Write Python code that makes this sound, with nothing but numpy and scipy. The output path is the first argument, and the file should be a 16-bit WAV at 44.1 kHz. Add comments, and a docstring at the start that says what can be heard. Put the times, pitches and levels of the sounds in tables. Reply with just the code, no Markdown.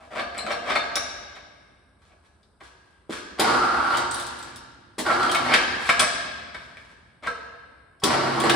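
"""A heavy steel part is lowered by short runs of an electric chain hoist in a large metal-walled workshop.
First the steel frame grinds and knocks and chain links clink, as damped modes driven by rough contact.
Then boots and slack chain scuff (filtered grains), the brake clacks (noise bursts) and the gears rattle
(tooth impacts through resonances) in three runs, the last still going at the end, with grinds, knocks and
clinks around them. Air noise and a rumble run throughout; the hall's mid range rings for about 1.5 s."""
import sys
import numpy as np
from scipy import signal
from scipy.fft import rfft, irfft
from scipy.io import wavfile
from scipy.ndimage import uniform_filter1d

SR = 44100
rng = np.random.default_rng(int(sys.argv[2]) if len(sys.argv) > 2 else 0)


def dump(signal):
    """Clip the signal to [-1, 1] and save it as 16-bit WAV at the path in sys.argv[1]."""
    limited = np.clip(np.atleast_2d(signal).T, -1, 1)
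    pcm = np.round(limited * 32767).astype(np.int16)
    wavfile.write(sys.argv[1], SR, pcm)


N = 377055

# Levels in the tables are relative: the functions add gains of their own.
# air noise spectrum: [pitch_hz, density_db_per_hz]
AIR = [(53, -31), (90, 7.5), (421, 1), (1500, -1.5), (2300, -26.5), (5110, -23), (6650, -35), (8310, -12),
       (11500, -18.5), (15000, -95), (22000, -120)]
# hall by band: [pitch_hz, t60_s, tail_energy_db, left_right_likeness]
HALL = [(60, 6.8, -1, .95), (256.4, 2.38, 5, 0.69), (660, 1.44, 7.5, -0.033), (1960, 1.68, 2.5, 0.41),
        (4600, 1.35, 9, 0.27), (5920, 1.05, 9.5, -0.2), (8700, 0.67, 5, 0.082), (11700, 0.19, -1, 2),
        (14800, 0.26, 17.5, -1)]
# wall sheets, which ring on longer than the air: [pitch_hz, width_hz, level_db]
CLADDING = [(1526, 80, -8.5), (1678, 88, 0)]
# boots, cloth and slack chain scuffing: [start_s, length_s, level_db, fading_db_per_s]
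SCUFFS = [(0, 0.21, -62, 7), (2.02, 0.065, -66, 30), (2.24, 0.027, -68, 30), (2.629, 0.03, -54, -92.5),
          (2.864, 0.083, -68.5, 97.5), (3.12, 0.08, -38, 163.5), (4.185, 0.0047, -39.5, 293),
          (4.235, 0.26, -50, 8.5), (5.595, 0.17, -43.5, 47.5), (5.811, 0.094, -41.5, -74),
          (6.582, 0.12, -60.5, -1), (6.81, 0.11, -60, 43)]
# spectrum of scuffing: [pitch_hz, density_db_per_hz]
SCUFF_SPECTRUM = [(180, -64.5), (300, -20.5), (478, -11), (787, -16.5), (946, -4.5), (1720, -7.5),
                  (9390, -22.5), (12700, -23), (16000, -36)]
# metal parts touching, chain links and hooks but also frame parts that ring low: [start_s, snap_peak_db,
# ring_pitch_hz, ring_over_snap_db, t60_s]
CLINKS = [(0.377, -30.5, 11000, -2, 0.034), (0.381, -34.5, 7860, 5.5, 0.018), (0.386, -43, 4120, 11, 0.067),
          (0.517, -30.5, 5490, -4.5, 0.086), (0.469, -48.5, 3070, 0, 0.18), (.757, -41, 3620, 5, 0.27),
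          (0.757, -40, 4330, 6.5, 0.066), (0.956, -13, 5680, -0.5, 0.01), (0.818, -50.5, 1662, 20.5, 0.21),
          (0.961, -53, 1540, 21, 0.2), (3.947, -33, 3120, -2.5, 0.04), (3.969, -16, 3250, -19.5, 0.052),
          (4.111, -21.5, 8210, -1.5, 0.015), (4.143, -20.5, 9420, -10.5, 0.033),
          (4.196, -20.5, 8760, -8.5, 0.035), (4.222, -28, 8000, -25.5, 0.035),
          (4.265, -25, 9100, -21.5, 0.043), (4.388, -34, 9100, -15, 0.03), (4.426, -31.5, 7860, -8, 0.012),
          (4.558, -28, 5420, -9.5, 0.042), (5.228, -26, 3470, -2.5, 0.031), (5.295, -26.5, 3200, 2, 0.046),
          (5.314, -14.5, 9100, -27, 0.033), (5.347, -16.5, 3480, -14.5, 0.039),
          (5.895, -19.5, 7800, -17.5, 0.068), (5.996, -13, 10200, -10.5, 0.04),
          (5.996, -12, 7970, -2, 0.02), (6.006, -18, 8950, -6, 0.045), (5.999, -50, 3350, 6, 0.25),
          (6.002, -44.5, 3740, 3.5, 0.2), (6.001, -51.5, 4130, 7, 0.17), (6.003, -44, 5280, 9.5, .3),
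          (7.269, -53.5, 8400, 8.5, 0.092), (7.273, -52, 1595, 20.5, 0.18),
          (7.274, -59.5, 1314, 21.5, 0.43), (7.273, -52.5, 472, 16, 0.23), (7.275, -68, 2240, 10, 0.26),
          (7.276, -67, 4360, 12, 0.26), (7.999, -47, 5370, -11, .05), (8.4, -16, 5230, -59, 0.032),
          (8.442, -35, 7900, 4, 0.037), (8.496, -11, 4050, -15, 0.01)]
# steel frame grinding on its seat: [peak_s, peak_db, swell_ms, fall_ms, mode_tilt_db_per_octave]
GRINDS = [(.04, -47, 1000, 54, -6), (0.199, -22.5, 108, 40, 1.5), (.388, -28.5, 50, 32, 5.5),
          (0.492, -30.5, 83, 67, -5.5), (0.512, -23, 37, 58, 4), (0.711, -19, 85, 65, 4),
          (.78, -37, 14, 27, 10), (2.12, -53.5, 50, 40, -1), (5.111, -17.5, 45, 38, -1),
          (5.542, -13.5, 93, 38, 6), (6.029, -16, 48, 26, -1), (7.271, -25.5, 53.6, 29, -1.5),
          (8.128, -23.5, 47, 260, -7)]
# knocks on the frame: [start_s, peak_db, struck_pitch_hz, length_ms, bright_tick_db]
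KNOCKS = [(0.115, -42, 610, 5.1, -19), (0.345, -21.5, 2300, 9.5, -26), (0.463, -15, 710, 7.7, -27.5),
          (0.465, -12.5, 2300, 4.1, -24), (0.485, -24.5, 680, 6.6, -31), (0.505, -13, 690, 21, -17),
          (0.715, -14, 2240, 25, -31), (0.752, -3.5, 2230, 16, -14.5), (0.961, -5.5, 840, 10.6, -19),
          (1.355, -27.5, 2300, 25, -33), (2.43, -61, 3870, 10.6, -46), (2.606, -26, 1675, 8.4, -34),
          (3.118, -52, 1210, 9.9, -40.5), (4.988, -9.5, 1270, 10, -29.5), (5.345, -1, 2240, 19, -13),
          (5.538, 2, 2020, 19.2, 4), (5.89, 7.5, 1820, 10.5, -12), (5.994, 2, 3920, 6.6, -2),
          (5.996, 1.5, 2100, 12.3, -13), (6.544, -13, 2370, 8.9, -28.5), (6.563, -26, 900, 6.9, -30),
          (6.77, -20.5, 2000, 2.7, -24), (7.234, -20.5, 1070, 13, -22), (7.27, -11, 2140, 10, -19),
          (8.496, 1.5, 2330, 8.8, -2.5)]
# frame modes, damped by hands and seat: [pitch_hz, level_db, t60_s]
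FRAME_MODES = [(259.5, -25, 0.071), (478, -21.5, 0.064), (587, -11.5, 0.06), (634, -15.5, 0.032),
               (689, -3, 0.055), (794, -17.5, 0.12), (1000, -6, 0.015), (1170, -5.5, 0.033),
               (1282, 1, 0.018), (1610, -6, .025), (1800, -7.5, 0.019), (2032, -6, 0.017),
               (2133, -11, 0.024), (2213, -3.5, 0.023), (2300, -9.5, 0.023), (2570, -19.5, 0.016),
               (3030, -9, 0.012), (3650, -14.5, 0.03), (3950, -20.5, 0.022), (4450, -17, 0.034),
               (5260, -17, 0.018)]
# brake and other dull blows: [start_s, thud_peak_db, snap_db, thump_pitch_hz, thump_db, length_ms]
THUDS = [(2.61, -45.5, -53, 360, -60, 69), (3.095, -41, -32, 183, -23, 30),
         (3.395, -13.5, 0.5, 341, -15, 41), (4.981, -21.5, -10, 431, -35.5, 94),
         (8.036, -10.5, 4, 347, -14.5, 26.5)]
# resonances of a thud's body: [pitch_hz, width_hz, level_db]
THUD_BODY = [(210, 210, -4.5), (340, 330, 2.5), (454, 140, -1), (760, 140, -25), (1290, 160, -27)]
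# hoist runs: [start_s, stop_s, rattle_db, surge_db, upper_over_rattle_db, upper_drift_db_per_s,
#              hum_db, boom_over_rattle_db, boom_drift_db_per_s]
RUNS = [(3.399, 3.999, -31, 8.5, 2, 14.5, -59, -6.5, -11.5), (5.063, 5.527, -32.5, 7, 8, -27, -47, -10, 8),
        (8.039, 8.593, -30.5, 6, -3.5, -4, -37, -5.5, 5)]
# the load jerking on the gears: [centre_s, added_rattle_db, further_upper_resonance_db]
LURCHES = [(3.49, 2.7, 2), (3.69, 0.44, 2.5), (3.87, 1.8, 2.5), (5.239, 5.6, -1.5), (8.129, 5.9, 2),
           (8.453, 6.7, -5)]
# main, upper and case resonances of the gears: [pitch_hz, width_hz, level_db]
GEARBOX = [(774, 147, 1), (929, 33, 6), (1090, 148, 1), (2056, 470, -6), (2880, 500, -10.5),
           (4560, 930, -14.5), (5760, 1000, -18), (9150, 8400, -26.5)]
UPPER_GEAR = [(1154, 46, -15), (1241, 73, -0.5), (1283, 44, -1.5), (1353.6, 40, 5), (1426, 62, -0.5),
              (1570, 71, -11.5)]
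CASE = [(114, 21, -2.5), (247.5, 27.4, -1.5), (354.7, 18.4, 5), (472, 74, -4.5)]
# colour of the output, with a treble dip and a deep gap near 13 kHz: [pitch_hz, level_db]
OUT_COLOUR = [(30, -10.5), (200, 2), (5500, -3.5), (6700, -7), (8000, -1.5), (11000, -5.5), (11800, -19.5),
              (13200, -62.5), (14200, -12), (16000, -3.5)]
# left channel over right: [pitch_hz, difference_db]
SIDES = [(60, 0), (180, -2), (500, 0), (1000, 0.5), (2000, -0.1), (4000, 6), (8000, 0.5)]

AIR_DB = -65.5
# the building rumbles along with the work: level at full scale, share of the swing, smoothing
RUMBLE_DB, RUMBLE_FOLLOWS, RUMBLE_S = -38, 0.4, 0.014
RUMBLE_REST = 3e-6   # power that keeps it going in the pauses
NEAR_T60_S, NEAR_DB = 0.11, -1   # reflections off nearby machines
CLADDING_T60_S = 1.69
CLOSE_WET_DB = -5.5   # frame and chain are nearer than the hoist: less hall
TOUCH_MS = 4.3
LINKS_HZ, LINKS_T60_S, LINKS_DB = (3000, 11500), .007, -19   # the many other links: range, ring, level
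TWIN_RATIO, TWIN_DB = 0.975, -7   # every part has a second mode close by, so its ring beats
# loose parts swing and brush, so their ring wavers in level and phase
FLUTTER_DB, FLUTTER_RAD, FLUTTER_S = 5, 1.1, .025
CONTACT_DB = 18   # the surfaces first touch this far below the peak
GRIND_DULLS = 0.55   # tilt lost per dB below the peak
SCRATCH_DB = 19   # toneless part of each contact
TICK_WIDTH = 0.37   # width of a knock's tick over the struck pitch
# from here the frame rests on its seat, which weakens the low modes
SEATED_S, SEATED_BELOW_HZ, SEATED_DB = 5.3, 1250, -7
THUMP_T60_S, THUMP_FROM_HZ, THUMP_SAG_S = .04, 593, 0.0028   # the thump starts at one pitch, glides to its own
SURGE_S, SURGE_MASKS = 0.14, 1   # the surge dies away; share by which the upper resonance holds back
WIND_UP_S, WIND_UP_DB = 0.029, -33   # the hum comes up to strength
STOP_S, STOP_DB, STOP_UPPER_DB = 0.083, 6, -17   # as the brake bites: more rattle, less upper resonance
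LURCH_S = 0.027
HUM_HZ = 135.5
SHAFT_HZ, SHAFT_KICK_S = 30.24, 3.445   # motor turns per second; a moment when the tight tooth meets
WANDER_DB, WANDER_S = 3, 0.03   # each upper resonance comes and goes by itself
TOP, CUTOFF_HZ = .9, 16600   # the loudest peaks are rounded; the top is cut


def from_db(db):
    """Decibels are twenty times the logarithm of a gain; this inverts them."""
    return 10 ** (np.asarray(db) / 20)


def rms_one(x):
    """Normalise by the root of the mean power."""
    return x / np.sqrt(np.mean(x ** 2) + 1e-20)


def at_hz(points, hz, axis=1):
    """Interpolate a table column over log frequency, since pitch is heard in ratios."""
    points = np.array(points)
    return np.interp(np.log(hz), np.log(points[:, 0]), points[:, axis])


def strokes(starts, stops, db, fade_s):
    """Amplitude gating: each row of db sounds from start to stop, with linear fades outside."""
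    t = np.arange(N) / SR
    total = 0
    for start, stop, row in zip(starts, stops, db):
        total = total + from_db(row) * np.clip(np.minimum(t - start, stop - t) / fade_s + 1, 0, 1)
    return total


def colour(x, points):
    """Minimum-phase filtering: folding the cepstrum puts the response's energy earliest."""
    hz = np.maximum(np.arange(2049) * SR / 4096, 1)
    cepstrum = irfft(np.log(from_db(at_hz(points, hz))))
    cepstrum[1:2048] *= 2
    cepstrum[2049:] = 0
    response = irfft(np.exp(rfft(cepstrum))) * np.ones(np.shape(x)[:-1] + (1,))
    return signal.oaconvolve(x, response, axes=-1)[..., :N]


def resonate(x, peaks):
    """Modal superposition: parallel two-pole resonances with alternating signs."""
    out = 0
    for k, (hz, width, db) in enumerate(peaks):
        r = np.exp(-np.pi * width / SR)
        zeros = (1 - r * r) / 2 * np.array([1, 0, -1])
        poles = [1, -2 * r * np.cos(2 * np.pi * hz / SR), r * r]
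        out = out + (-1) ** k * from_db(db) * signal.lfilter(zeros, poles, x + 1e-18)
    return out


def ring(clicks, hz, t60):
    """Impulse response of a damped oscillator: a unit click starts a decaying sine of height 1."""
    r = from_db(-60 / (t60 * SR))
    w = 2 * np.pi * min(hz, .45 * SR) / SR
    return signal.lfilter([0, np.sin(w)], [1, -2 * r * np.cos(w), r * r], clicks + 1e-18)


def grains(per_s, spread_db):
    """Shot noise: random contacts of uneven size, at rms 1."""
    sizes = from_db(spread_db * np.minimum(rng.exponential(1, N), 5)) * rng.choice([-1, 1], N)
    return rms_one(sizes * (rng.random(N) < per_s / SR))


def blows(times, dbs, lengths_ms, rise):
    """Impact envelope: a rise over a share of the length, and a fall of 20 dB per length."""
    out = np.zeros(N)
    ms = np.arange(SR // 4) / SR * 1000
    for s, db, length in zip(times, dbs, np.maximum(lengths_ms, .5)):
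        i = round(s * SR)
        envelope = from_db(db - 20 * ms / length) * np.minimum(ms / (rise * length), 1)
        out[i:i + len(ms)] += envelope[:N - i]
    return out


def background(work):
    """Broadband air noise, plus a low rumble modulated by the smoothed power of the work."""
    mid, side = rng.standard_normal((2, N))
    air = rms_one(colour(np.array([mid + 0.33 * side, mid - 0.43 * side]), AIR))
    low_band = signal.butter(2, [48, 85], "band", fs=SR, output="sos")
    low_mid, low_side = signal.sosfilt(low_band, rng.standard_normal((2, N)))
    rumble = rms_one(low_mid + 0.21 * low_side * [[1], [-1]])
    keep = np.exp(-1 / (RUMBLE_S * SR))
    power = signal.lfilter([1 - keep], [1, -keep], np.mean(work ** 2, axis=0)) + RUMBLE_REST
    return from_db(AIR_DB) * air + from_db(RUMBLE_DB) * power ** (RUMBLE_FOLLOWS / 2) * rumble


def hall(close, rings, far):
    """Diffuse-field reverberation: direct sound, near reflections and a tail decaying band by band."""
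    t = np.arange(2 * SR) / SR
    edges = 40 * 2 ** np.arange(0, 9.1, .5)   # half octaves
    white = rng.standard_normal((2, 2, len(t)))
    near, tail = np.zeros((2, len(t))), 0
    for k, (low, high) in enumerate(zip(edges, edges[1:])):
        band_pass = signal.butter(2, [low, high], "band", fs=SR, output="sos")
        mid, side = signal.sosfilt(band_pass, white[k % 2])
        t60, tail_db, alike = [at_hz(HALL, np.sqrt(low * high), axis=c) for c in (1, 2, 3)]
        alike = np.clip(alike, -1, 1)
        band = np.sqrt(1 + alike) * mid + np.sqrt(1 - alike) * side * [[1], [-1]]
        band = band * np.sqrt(np.log(1000) / SR)   # with 1/sqrt(t60): energy independent of decay
        near += band * from_db(NEAR_DB - 60 * t / NEAR_T60_S) / np.sqrt(NEAR_T60_S)
        build_up = np.minimum(t / 0.0087, 1)
        tail = tail + band * from_db(tail_db - 60 * t / t60) * build_up / np.sqrt(t60)
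    sheets = resonate(white[0], CLADDING) * from_db(-23.0 - 60 * t / CLADDING_T60_S)
    near[:, 0] = 1   # direct sound
    sent = far + from_db(CLOSE_WET_DB) * close
    light = from_db(CLOSE_WET_DB) * rings   # too light to shake the wall sheets
    paths = [(close + rings + far, near[:, :SR // 4]), (sent, tail + sheets), (light, tail)]
    return sum(signal.fftconvolve(x, response, axes=-1)[:, :N] for x, response in paths)


def scuffs():
    """Friction as dense random contacts: fine grit rubbed over concrete and steel."""
    s, length, db, fading = np.transpose(SCUFFS)[..., None]
    level = db - fading * np.clip(np.arange(N) / SR - s, 0, length)
    grit = rms_one(colour(grains(9000, spread_db=9.5), SCUFF_SPECTRUM))
    return strokes(s, s + length, level, fade_s=0.034) * grit


def chain():
    """Impact excitation: each touch snaps, rings one part clearly and shakes many links faintly."""
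    s, db, hz, ring_db, t60 = np.transpose(CLINKS)
    touch = blows(s, db, np.full(len(s), TOUCH_MS), rise=1.0) * rng.standard_normal(N)
    snap_spectrum = [(1000, -35.0), (4000, -5.5), (9000, -31.0), (16000, 15.5)]
    out = from_db(-3.5) * colour(touch, snap_spectrum)
    for link_hz in np.geomspace(*LINKS_HZ, 40):
        out += ring(from_db(LINKS_DB) * touch * rng.standard_normal(N), link_hz, LINKS_T60_S)

    sway = uniform_filter1d(rng.standard_normal((2, N)), size=int(FLUTTER_S * SR))
    sway = rms_one(uniform_filter1d(sway, size=int(FLUTTER_S * SR / 2)))
    waver = from_db(FLUTTER_DB * sway[0]) * np.exp(1j * FLUTTER_RAD * sway[1])
    for k, i in enumerate((s * SR).astype(int)):
        t = np.arange(min(SR, N - i)) / SR
        own = np.roll(waver, i * k)[:len(t)]   # another stretch of wavering for each part
        own = own * np.exp(-1j * np.angle(own[0]))   # start at phase zero
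        twin = from_db(TWIN_DB) * np.exp(2j * np.pi * TWIN_RATIO * hz[k] * t)
        pair = np.exp(2j * np.pi * hz[k] * t) + twin
        out[i:i + len(t)] += from_db(db[k] + ring_db[k] - 60 * t / t60[k]) * np.imag(pair * own)
    return out


def grinding():
    """Contact pressure swells and falls 20 dB per span; lighter pressure sounds duller."""
    s, db, swell_ms, fall_ms, tilt_db = np.transpose(GRINDS)[..., None]
    ms = (np.arange(N) / SR - s) * 1000
    below = 20 * np.maximum(-ms / swell_ms, ms / fall_ms)   # dB under the peak
    touching = np.clip(np.where(ms < 0, CONTACT_DB - below, 1), 0, 1)
    gains = from_db(db - below) * touching
    pressure = gains.sum(axis=0)
    tilt = (gains * from_db(tilt_db - GRIND_DULLS * below)).sum(axis=0) / (pressure + 1e-30)
    return pressure, tilt


def frame():
    """Modal excitation: grinding and knocking drive the same damped modes."""
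    s, db, struck_hz, ms, _ = np.transpose(KNOCKS)
    seated = from_db(SEATED_DB * (np.arange(N) > SEATED_S * SR))
    pressure, tilt = grinding()   # tilt as gain per octave
    grind = from_db(-27.5) * pressure * grains(1500, spread_db=3.0)
    contacts, out = grains(6000, spread_db=4.0), 0
    for hz, level_db, t60 in FRAME_MODES:
        # modes far from the struck region answer less
        struck_db = db - 23.5 - 1.96 * np.abs(np.log2(hz / struck_hz))
        rubbed = grind * np.clip(tilt, .2, 5) ** np.log2(hz / 1200)
        struck = blows(s, struck_db, ms, rise=1.0) * contacts
        drive = (rubbed + struck) * rng.standard_normal(N)
        if hz < SEATED_BELOW_HZ:
            drive = drive * seated
        out = out + from_db(level_db) * ring(drive, hz, t60)
    push = grind + blows(s, db - 31.0, ms, rise=0.29) * contacts
    scratch = colour(push, [(150, -21.5), (500, 1.0), (2200, 8.5), (4000, -3.0), (12000, -18.5)])
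    return out + from_db(SCRATCH_DB) * scratch


def ticks():
    """Impulsive onset: each knock opens with a short crack centred on the struck pitch."""
    out = np.zeros(N)
    ms = np.arange(SR // 20) / SR * 1000
    noises = rng.standard_normal((len(KNOCKS), len(ms)))
    for (s, _, hz, length, db), noise in zip(KNOCKS, noises):
        i = round(s * SR)
        crack = resonate(from_db(db - 20 * ms / length) * noise, [(hz, TICK_WIDTH * hz, 0)])
        out[i:i + len(ms)] += crack[:N - i]
    return out


def thuds():
    """Dull impact: a thump gliding in pitch, a resonant noise body and a broad snap."""
    s, thud_db, snap_db, hz, thump_db, ms = np.transpose(THUDS)
    body = rms_one(resonate(rng.standard_normal(N), THUD_BODY))
    snap = colour(rng.standard_normal(N), [(500, -49), (3000, -5.5), (15000, -11.5)])
    out = from_db(-9.0) * blows(s, thud_db, ms, rise=0.027) * body
    out += blows(s, snap_db, 0.35 * ms, rise=0.29) * snap
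    t = np.arange(SR // 8) / SR
    for at, db, thump_hz in zip(s, thump_db, hz):
        glide = (THUMP_FROM_HZ - thump_hz) * THUMP_SAG_S * (1 - np.exp(-t / THUMP_SAG_S))
        thump = from_db(db - 60 * t / THUMP_T60_S) * np.sin(2 * np.pi * (thump_hz * t + glide))
        out[round(at * SR):][:len(t)] += thump
    return out


def motor():
    """Load-dependent excitation: gains of rattle, upper resonance, case boom and hum over the runs."""
    (start, stop, rattle_db, surge_db, upper_db, upper_drift,
     hum_db, boom_db, boom_drift) = np.transpose(RUNS)[..., None]
    t = np.arange(N) / SR
    since = np.clip(t - start, 0, stop - start)
    surge = surge_db * np.exp(-(since / SURGE_S) ** 2)
    braking = np.exp(-np.maximum(stop - t, 0) / STOP_S)
    jerk, rasp = sum(np.outer(dbs, np.exp(-((t - s) / LURCH_S) ** 2)) for s, *dbs in LURCHES)
    rattle = rattle_db + surge + jerk + STOP_DB * braking
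    upper = upper_db + upper_drift * since - SURGE_MASKS * surge + rasp + STOP_UPPER_DB * braking
    boom = boom_db + boom_drift * since
    drone = hum_db + WIND_UP_DB * np.exp(-(since / WIND_UP_S / 2) ** 2)
    return (strokes(start, stop, rattle, fade_s=0.021),
            strokes(start, stop, rattle + upper, fade_s=0.013),
            strokes(start, stop, rattle + boom, fade_s=0.011),
            strokes(start, stop, drone, fade_s=.08))


def hum(drone):
    """Phase-modulated sine: the motor's low tone, slightly unsteady, leading on one side."""
    unsteady = 1.0 * rms_one(uniform_filter1d(rng.standard_normal(N), size=4000))   # radians
    phase = 2 * np.pi * HUM_HZ * np.arange(N) / SR + unsteady
    return np.sqrt(2) * drone * np.sin(phase + np.array([[.3], [-.3]]))


def hoist(rattle, upper_gain, boom):
    """Source and resonator: tooth contacts, harder once a turn, shake the gears and their case."""
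    turn = np.cos(np.pi * SHAFT_HZ * (np.arange(N) / SR - SHAFT_KICK_S)) ** 2
    teeth = grains(900, spread_db=3.0) * from_db(8.1 * turn ** 13.0)
    wander = uniform_filter1d(rng.standard_normal((len(UPPER_GEAR), N)), size=int(WANDER_S * SR))
    upper = 0
    for k, peak in enumerate(UPPER_GEAR):
        wandering = teeth * from_db(WANDER_DB * rms_one(wander[k]))
        upper = upper + (-1) ** k * resonate(wandering, [peak])
    upper = resonate(upper, [(1330, 540, 0)])   # steep skirts
    gears = rattle * rms_one(resonate(teeth, GEARBOX))
    case = boom * rms_one(resonate(teeth, CASE))
    return from_db(-4.0) * (gears + upper_gain * rms_one(upper) + case)


def scene():
    """Superposition: hoist overhead, frame and chain in front, all but the hum and background in the hall."""
    rattle, upper, boom, drone = motor()
    far = hoist(rattle, upper, boom) * from_db([[-.5], [.5]]) + scuffs()
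    close = (frame() + ticks() + thuds()) * from_db([[.3], [-.3]])
    work = hall(close, np.array([chain()]), far)
    return work + hum(drone) + background(work)


def record(dry):
    """Ports shaded unevenly by the body and a treble dip, then rounded peaks and a cut top; the treble also has
    a deep gap near 13 kHz."""
    half = np.array(SIDES) * [1, .5]   # each side takes half the difference
    shaded = np.array([colour(dry[0], half), colour(dry[1], half * [1, -1])])
    rounded = TOP * np.tanh(colour(shaded, OUT_COLOUR) / TOP)
    low_pass = signal.cheby2(12, 70, CUTOFF_HZ, fs=SR, output="sos")
    return signal.sosfilt(low_pass, rounded)


dry = scene()
out = record(dry)
dump(out)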